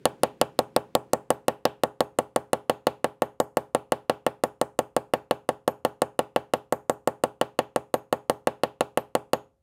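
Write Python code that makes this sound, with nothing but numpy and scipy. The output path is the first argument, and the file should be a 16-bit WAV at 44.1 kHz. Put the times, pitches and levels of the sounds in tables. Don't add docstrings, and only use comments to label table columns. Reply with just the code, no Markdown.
import sys
import numpy as np
from scipy import signal
from scipy.fft import rfft, irfft
from scipy.io import wavfile

SR = 44100
rng = np.random.default_rng(int(sys.argv[2]) if len(sys.argv) > 2 else 0)


def to_wav(sig):
    pcm = np.clip(np.atleast_2d(sig), -1, 1) * 32767
    pcm = np.round(pcm).astype(np.int16)
    wavfile.write(sys.argv[1], SR, pcm.T)


def attenuation_scalar(level_db):
    decades = np.asarray(level_db, float) / 20
    return 10 ** decades


N = 424241


def taps():
    # [t/s, crispness of the blow, lean away, lean sideways]
    first_taps = [(0.0551, 1.5, -0.094, 1.8), (0.2339, 1.5, -0.79, 1.1), (0.4142, 1.5, -0.62, 0.81),
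                  (0.5903, 1.5, 0.32, -1.3), (0.7637, 1.5, -0.56, -1.6), (0.9518, 2, 0.86, -2.6),
                  (1.1335, 1, 1.8, -0.35), (1.3044, 0.8, 0.65, -0.033), (1.4823, 0.7, -0.45, 0.38),
                  (1.6537, 1, -2.06, -1.1), (1.8356, 0.7, 0.017, -1.8), (2.0062, 0.7, -0.38, -2),
                  (2.188, 0.1, 0.99, 0.33), (2.3614, 0, 1.05, 0.6), (2.5318, 0.04, 0.76, 1.6),
                  (2.6968, 0, -0.55, 0.86), (2.8693, 0.5, -1.6, -0.46), (3.044, -0.7, 0.36, 0.063),
                  (3.2205, 0, -0.14, -1.9), (3.4015, 0.05, 1.5, -1.2), (3.5705, -0.26, 0.51, 0.19),
                  (3.7487, -0.2, 0.48, 0.75), (3.921, 0, -0.21, 0.66), (4.097, -0.16, -1.1, -0.47),
                  (4.2654, -0.6, -0.45, -0.29), (4.4373, -0.4, 1.3, 0.73), (4.6143, -0.7, 1.85, 0.85)]
    later_taps = [(4.7902, -0.48, 1.4, 1.4), (4.9653, -0.28, 0.7, 0.5), (5.1368, -0.17, -1.0, -0.6),
                  (5.3104, -0.4, -0.5, 0.5), (5.4901, -0.83, 0.5, 0.3), (5.6782, -0.032, 0.3, -1.6),
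                  (5.8499, -0.3, 0, -0.1), (6.0193, 0.29, 0.7, 0), (6.1916, -0.2, 0.1, 1.3),
                  (6.3616, -0.41, -1.1, -1), (6.5368, -0.34, -0.5, 0.5), (6.7246, -0.69, 1.5, -1),
                  (6.8967, -0.75, 2.5, -0.3), (7.0747, 0.023, 1, -1.6), (7.2377, 0.034, 0.5, 0),
                  (7.4132, -0.35, -0.6, 1), (7.59, -0.34, -0.9, 0.5), (7.7609, -1.24, 1.3, 1.5),
                  (7.9411, -0.46, 0.7, -0.6), (8.127, -0.35, 0.1, -1), (8.2974, 0.1, 0.3, 0.4),
                  (8.4718, 0.12, -0.8, -0.65), (8.635, -0.73, -1, 0.3), (8.8083, -0.72, 0.1, 2),
                  (8.974, -0.88, 0.5, 2), (9.1517, -0.11, 0.5, 0.5), (9.3333, 0.63, -0.5, -0.7)]
    # [level/dB, dB per crispness, dB per lean away, dB per lean sideways]
    knock_law = (-16.5, 1, -0.11, 0)
    seat_law = (-15, -1, -1.4, 0.5)
    clack_law = (-17, -0.24, -4, 1.9)
    snap_law = (-11.5, 6.1, -2, -0.7)
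    tick_law = (-17, 4, 1.98, 1.64)
    edge_law = (1, .3, -1.7, -2)
    # [f/Hz, Hz per crispness, Hz per lean away, Hz per lean sideways]
    spot_law = (9198.5, -58, -500, 349.5)
    # [f/Hz, level/dB, time to fall 60 dB/s, push 1 or pull -1]
    seat_modes = [(1424, -12, .05, -1), (1611, -12, .05, -1), (1701, -17, .05, -1), (1766, -4, .03, -1),
                  (1837, -14, .045, -1), (1962, -18, .045, -1), (2143, -9, .027, 1)]
    anvil_modes = [(2648, -9, .024, -1), (2790, -12, .02, -1), (2926, -7, .019, 1), (3049, -8, .018, 1),
                   (3352, -11, .016, 1), (3429, -16, .028, -1), (3717, -17, .023, 1), (4030, -13, .012, 1),
                   (4299, -11, .008, -1), (4496, -13, .007, -1)]
    # [f/Hz, level/dB]
    snap_colour = [(1500, -31), (2300, -14), (3600, 1.5), (4400, -1.5), (5400, -4), (7000, -34)]
    crisp_in_room = .1

    knocks, direct, spread = np.zeros((3, N))
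    bench = knock()
    seat = mode_waves(seat_modes, .08)
    anvil = mode_waves(anvil_modes, .06)
    laws = np.array([knock_law, seat_law, clack_law, snap_law, tick_law, edge_law, spot_law])
    for s, crispness, *lean in first_taps + later_taps:
        blow_db, seat_db, clack_db, snap_db, tick_db, edge_db, tick_hz = laws @ [1, crispness, *lean]
        add(knocks, s, attenuation_scalar(blow_db) * ring(bench, .45))
        add(direct, s - .00026, attenuation_scalar(blow_db + seat_db - 2.6) * ring(seat, 1.5))
        add(direct, s - .00019, attenuation_scalar(blow_db + clack_db - 2.1) * ring(anvil, 2.1))
        snap = rattle(lambda f: read(snap_colour, f), 0.00025, 0.0011)
        add(direct, s - .0003, attenuation_scalar(blow_db + snap_db + 26) * snap)
        add(direct, s - .0007, attenuation_scalar(blow_db + tick_db - 0.14) * tick(tick_hz, edge_db))
        ping = punch(ringing(s))
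        add(direct, s - .0003, ping)
        add(spread, s, attenuation_scalar(15) * ping)

        seat_db, clack_db, _, tick_db = laws[1:5] @ [1, crisp_in_room * crispness, *lean]
        room_colour = [
            (1000, 0.2 * clack_db - 4),
            (1800, 0.51 * seat_db - 3.5),
            (3500, 0.95 * clack_db - 2),
            (tick_hz - 1500, 0.4 * tick_db - 9.5),
            (tick_hz, 0.72 * tick_db - 1.5),
            (tick_hz + 1500, 0.13 * tick_db - 9),
            (14000, 0.23 * tick_db - 13.0),
        ]
        add(spread, s, attenuation_scalar(blow_db + 33.5) * rattle(lambda f: read(room_colour, f), 0.00025, .0016))
    return knocks, direct, spread


def tick(hz, edge_db, width_hz=900, peak_db=9, edge_hz=12000):
    # [f/Hz, level/dB]
    tick_colour = [(2000, -23.5), (4000, -4), (5200, -15), (6200, -9), (7000, -5), (9500, -8.5),
                   (11500, -10), (13500, -12), (15000, -11.5), (16500, -20.5)]

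    def colour_db(f):
        bright_spot = peak_db * np.exp(-((f - hz) / width_hz) ** 2)
        return read(tick_colour, f) + bright_spot + edge_db * (f > edge_hz)

    burst = rattle(colour_db, .0006, 0.0011)
    return burst / np.sqrt(np.sum(burst ** 2) / 560)


def knock():
    # [f/Hz, level/dB, time to fall 60 dB/s]
    push_modes = [(82, -51.1, 0.25), (121, -41.5, 0.222), (149, -35.6, 0.109), (230, -25.8, 0.065),
                  (267, -47.4, 0.182), (312, -47.8, 0.25), (471, -33.4, 0.11), (546, -41.1, 0.234),
                  (626, -37.6, 0.175), (642, -27.8, 0.104), (767, -13.1, 0.028), (1121, -22.7, 0.037),
                  (1221, -26.9, 0.031), (1333, -26.3, 0.034), (1410, -47.0, 0.054)]
    pull_modes = [(192, -49.3, 0.25), (367, -33.4, 0.123), (417, -38.6, 0.25), (515, -15.4, 0.049),
                  (566, -11.1, 0.027), (657, -19.3, 0.042), (743, -38.7, 0.094), (817, -37.4, 0.196),
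                  (867, -18.4, 0.05), (911, -52.4, 0.25), (975, -38.7, 0.173), (999, -49.1, 0.25),
                  (1064, -34.9, 0.054), (1092, -41.3, 0.136)]
    # [f/Hz, level/dB, time to fall 60 dB/s, weight:
    frame_modes = [(58, -50, 0.16, 0.86), (87, -56, .4, 0.75), (122.2, -50.5, 0.33, 0.65),
                   (149, -49.5, 0.21, 0.17), (417, -48, 0.27, -0.85), (538, -55, 0.65, 1),
                   (810, -57, 0.41, 0.98), (1015, -57.5, .3, -0.53), (1164, -54.5, 0.12, 0.88)]
    pushing = [(*mode, 1) for mode in push_modes]
    pulling = [(*mode, -1) for mode in pull_modes]
    waves = mode_waves(pushing + pulling + frame_modes, .4)
    cushion = np.hanning(13)[None]
    return signal.oaconvolve(waves, cushion / cushion.sum(), "same")


def punch(levels_db, beat_hz=16, depth=.6):
    # [f/Hz, time to fall 60 dB/s, level/dB]
    punch_modes = [(11850, .1, -4), (13320, .035, 0), (6700, .03, -3)]
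    t = np.arange(SR // 5) / SR
    ringing_sum = 0
    chances = rng.random((len(punch_modes), 2))
    for (hz, t60, mode_db), db, (phase, quicker) in zip(punch_modes, levels_db, chances):
        beating = 1 + depth * np.cos(2 * np.pi * beat_hz * (1 + quicker) * t)
        pair = np.sin(2 * np.pi * (hz * t + phase)) * beating
        ringing_sum = ringing_sum + attenuation_scalar(db + mode_db + 11.5 - 60 * t / t60) * pair
    return ringing_sum


def ringing(s):
    # [t/s, then level/dB of each of the three punch modes]
    clear_pings = [(0.06, -64.5, -59.5, -58.5), (0.23, -62.5, -72, -51.5), (0.59, -69.0, -60.0, -62),
                   (0.76, -65, -66.5, -65), (1.3, -55, -69, -69), (2.01, -62, -59, -53.5),
                   (2.36, -68.0, -64, -56), (2.7, -70, -56, -59), (3.22, -57.5, -70, -55.5),
                   (3.4, -52, -56, -56.5), (3.57, -67, -54.5, -66), (4.44, -55, -74.5, -61),
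                   (4.79, -79, -57.5, -63), (5.14, -62.5, -58.5, -59.5), (5.49, -78, -70, -65),
                   (5.68, -52, -79, -54), (5.85, -64, -61.5, -58), (6.54, -57, -75, -78),
                   (6.72, -56, -53, -59), (6.9, -52, -71, -62), (7.07, -71.5, -57, -62),
                   (7.59, -65.5, -75, -57.5), (7.94, -52, -59, -55), (8.13, -60, -60, -54),
                   (8.3, -64, -54, -61), (8.64, -63.5, -66, -56.5), (8.97, -51, -76, -56.5),
                   (9.33, -58, -61, -50.5)]
    damped_levels = (-70.5, -68.5, -63.5)
    near = [levels for at, *levels in clear_pings if abs(at - s) < .05]
    return near[0] if near else damped_levels


def ring(waves, spread_db):
    return attenuation_scalar(spread_db * rng.standard_normal(len(waves))) @ waves


def mode_waves(modes, length_s):
    hz, db, t60, sign = np.transpose(modes)[:, :, None]
    t = np.arange(round(length_s * SR)) / SR
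    waves = sign * attenuation_scalar(db - 60 * t / t60) * np.sin(2 * np.pi * hz * t)
    return waves / np.sqrt(np.mean(waves.sum(0)[:560] ** 2))


def rattle(db_at, rise_s, fall_s):
    t = np.arange(256) / SR
    shape = np.minimum(t / rise_s, 1) ** 2 * np.exp(-t / fall_s)
    colour = attenuation_scalar(db_at(np.fft.rfftfreq(len(t), 1 / SR)))
    burst = rng.standard_normal(len(t)) * np.sqrt(shape)
    for _ in range(4):
        z = rfft(burst)
        burst = irfft(z / (abs(z) + 1e-12) * colour) * np.sqrt(shape)
    return burst * np.sqrt(np.mean(colour ** 2) / np.sum(burst ** 2))


def echoes(t60_table, colour, gap_s):
    sparse = np.zeros(SR // 2)
    at = np.arange(0, len(sparse) - 12, 12)
    sparse[at + rng.integers(0, 12, len(at))] = rng.choice([-1., 1.], len(at))
    hz, t, z = signal.stft(sparse, SR, nperseg=128)
    t60 = read(t60_table, hz)[:, None]
    fading = attenuation_scalar(read(colour, hz)[:, None] - 60 * t / t60)
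    z = z * fading / np.sqrt(t60 * SR / 12 / np.log(1e6))
    gap = np.zeros(round(gap_s * SR))
    return np.r_[gap, signal.istft(z, SR, nperseg=128)[1]]


def air():
    # [f/Hz, level per Hz/dB]
    hum_colour = [(88, -26.5), (125, -1), (439, -5), (805, -33.5), (979, -24.5), (1170, -33), (1560, -25),
                  (13400, -48), (16000, -50)]
    # [t/s, level/dB]
    hum_level = [(0, -54), (0.498, -58), (1, -58), (1.502, -67), (2.501, -69.5), (4, -84), (9.62, -86.5)]
    # [f/Hz, level per Hz/dB]
    left_colour = [(25, -16), (55, 3), (85, -4), (125, -11.5), (300, -27.5), (530, -22), (900, -34),
                   (2500, -43.5), (12500, -44.5), (15000, -57.5)]
    settling = evened(coloured(rng.standard_normal(N), lambda f: read(hum_colour, f)))
    steady = evened(coloured(rng.standard_normal(N), lambda f: read(left_colour, f)))
    settling_db = np.interp(np.arange(N) / SR, *np.transpose(hum_level))
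    return settling * attenuation_scalar(settling_db) + steady * attenuation_scalar(-71)


def coloured(x, db_at):
    return irfft(rfft(x) * attenuation_scalar(db_at(np.fft.rfftfreq(len(x), 1 / SR))), len(x))


def evened(x):
    return x / np.sqrt(np.mean(x ** 2) + 1e-20)


def read(points, hz):
    f, value = np.transpose(points)
    return np.interp(np.log(hz + 1), np.log(f + 1), value)


def add(mix, s, sound):
    part = mix[round(s * SR):][:len(sound)]
    part += sound[:len(part)]


def scene():
    # [f/Hz, time to fall 60 dB/s]
    clutter_t60 = [(1310, 0.048), (4000, 0.045), (8000, 0.022), (15000, 0.023)]
    walls_t60 = [(60, .5), (130, .4), (400, .28), (1500, .25), (4000, .25), (6000, .28), (9000, .27),
                 (15000, .23)]
    # [f/Hz, level/dB]
    clutter_colour = [(800, -44), (1250, -16), (1700, -3.5), (2300, -2.5), (3000, -14), (5500, -14),
                      (8000, -16.5), (12000, -21.5), (16000, -23.5)]
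    walls_colour = [(900, -36), (1300, -9), (2000, -19), (2700, -11), (3600, -18), (5500, -28.5),
                    (8000, -27), (12000, -33), (16000, -34)]
    boom_colour = [(40, -14.5), (60, -6), (120, -17), (250, -20), (500, -25.5), (900, -16.5), (1300, -16.5),
                   (1700, -9), (2500, -21.5)]
    knocks, steel, spread = taps()
    boom = signal.oaconvolve(knocks, echoes(walls_t60, boom_colour, 0.00488))[:N]
    clutter = signal.oaconvolve(spread, echoes(clutter_t60, clutter_colour, 0.0007974))[:N]
    walls = signal.oaconvolve(spread, echoes(walls_t60, walls_colour, 0.0039))[:N]
    return (knocks + steel + boom + clutter + walls + air())[None]


def top_cut(x):
    return signal.sosfilt(signal.butter(12, 17150, fs=SR, output="sos"), x)


def record(dry):
    overload = .415
    cut = signal.sosfilt(signal.butter(2, 70, "high", fs=SR, output="sos"), dry)
    knee = cut / (1 + abs(cut / overload) ** 8) ** (1 / 8)
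    edge = signal.oaconvolve(knee, signal.firwin(63, 16200, fs=SR)[None], "same")
    return top_cut(edge)


dry = scene()
out = record(dry)
to_wav(out)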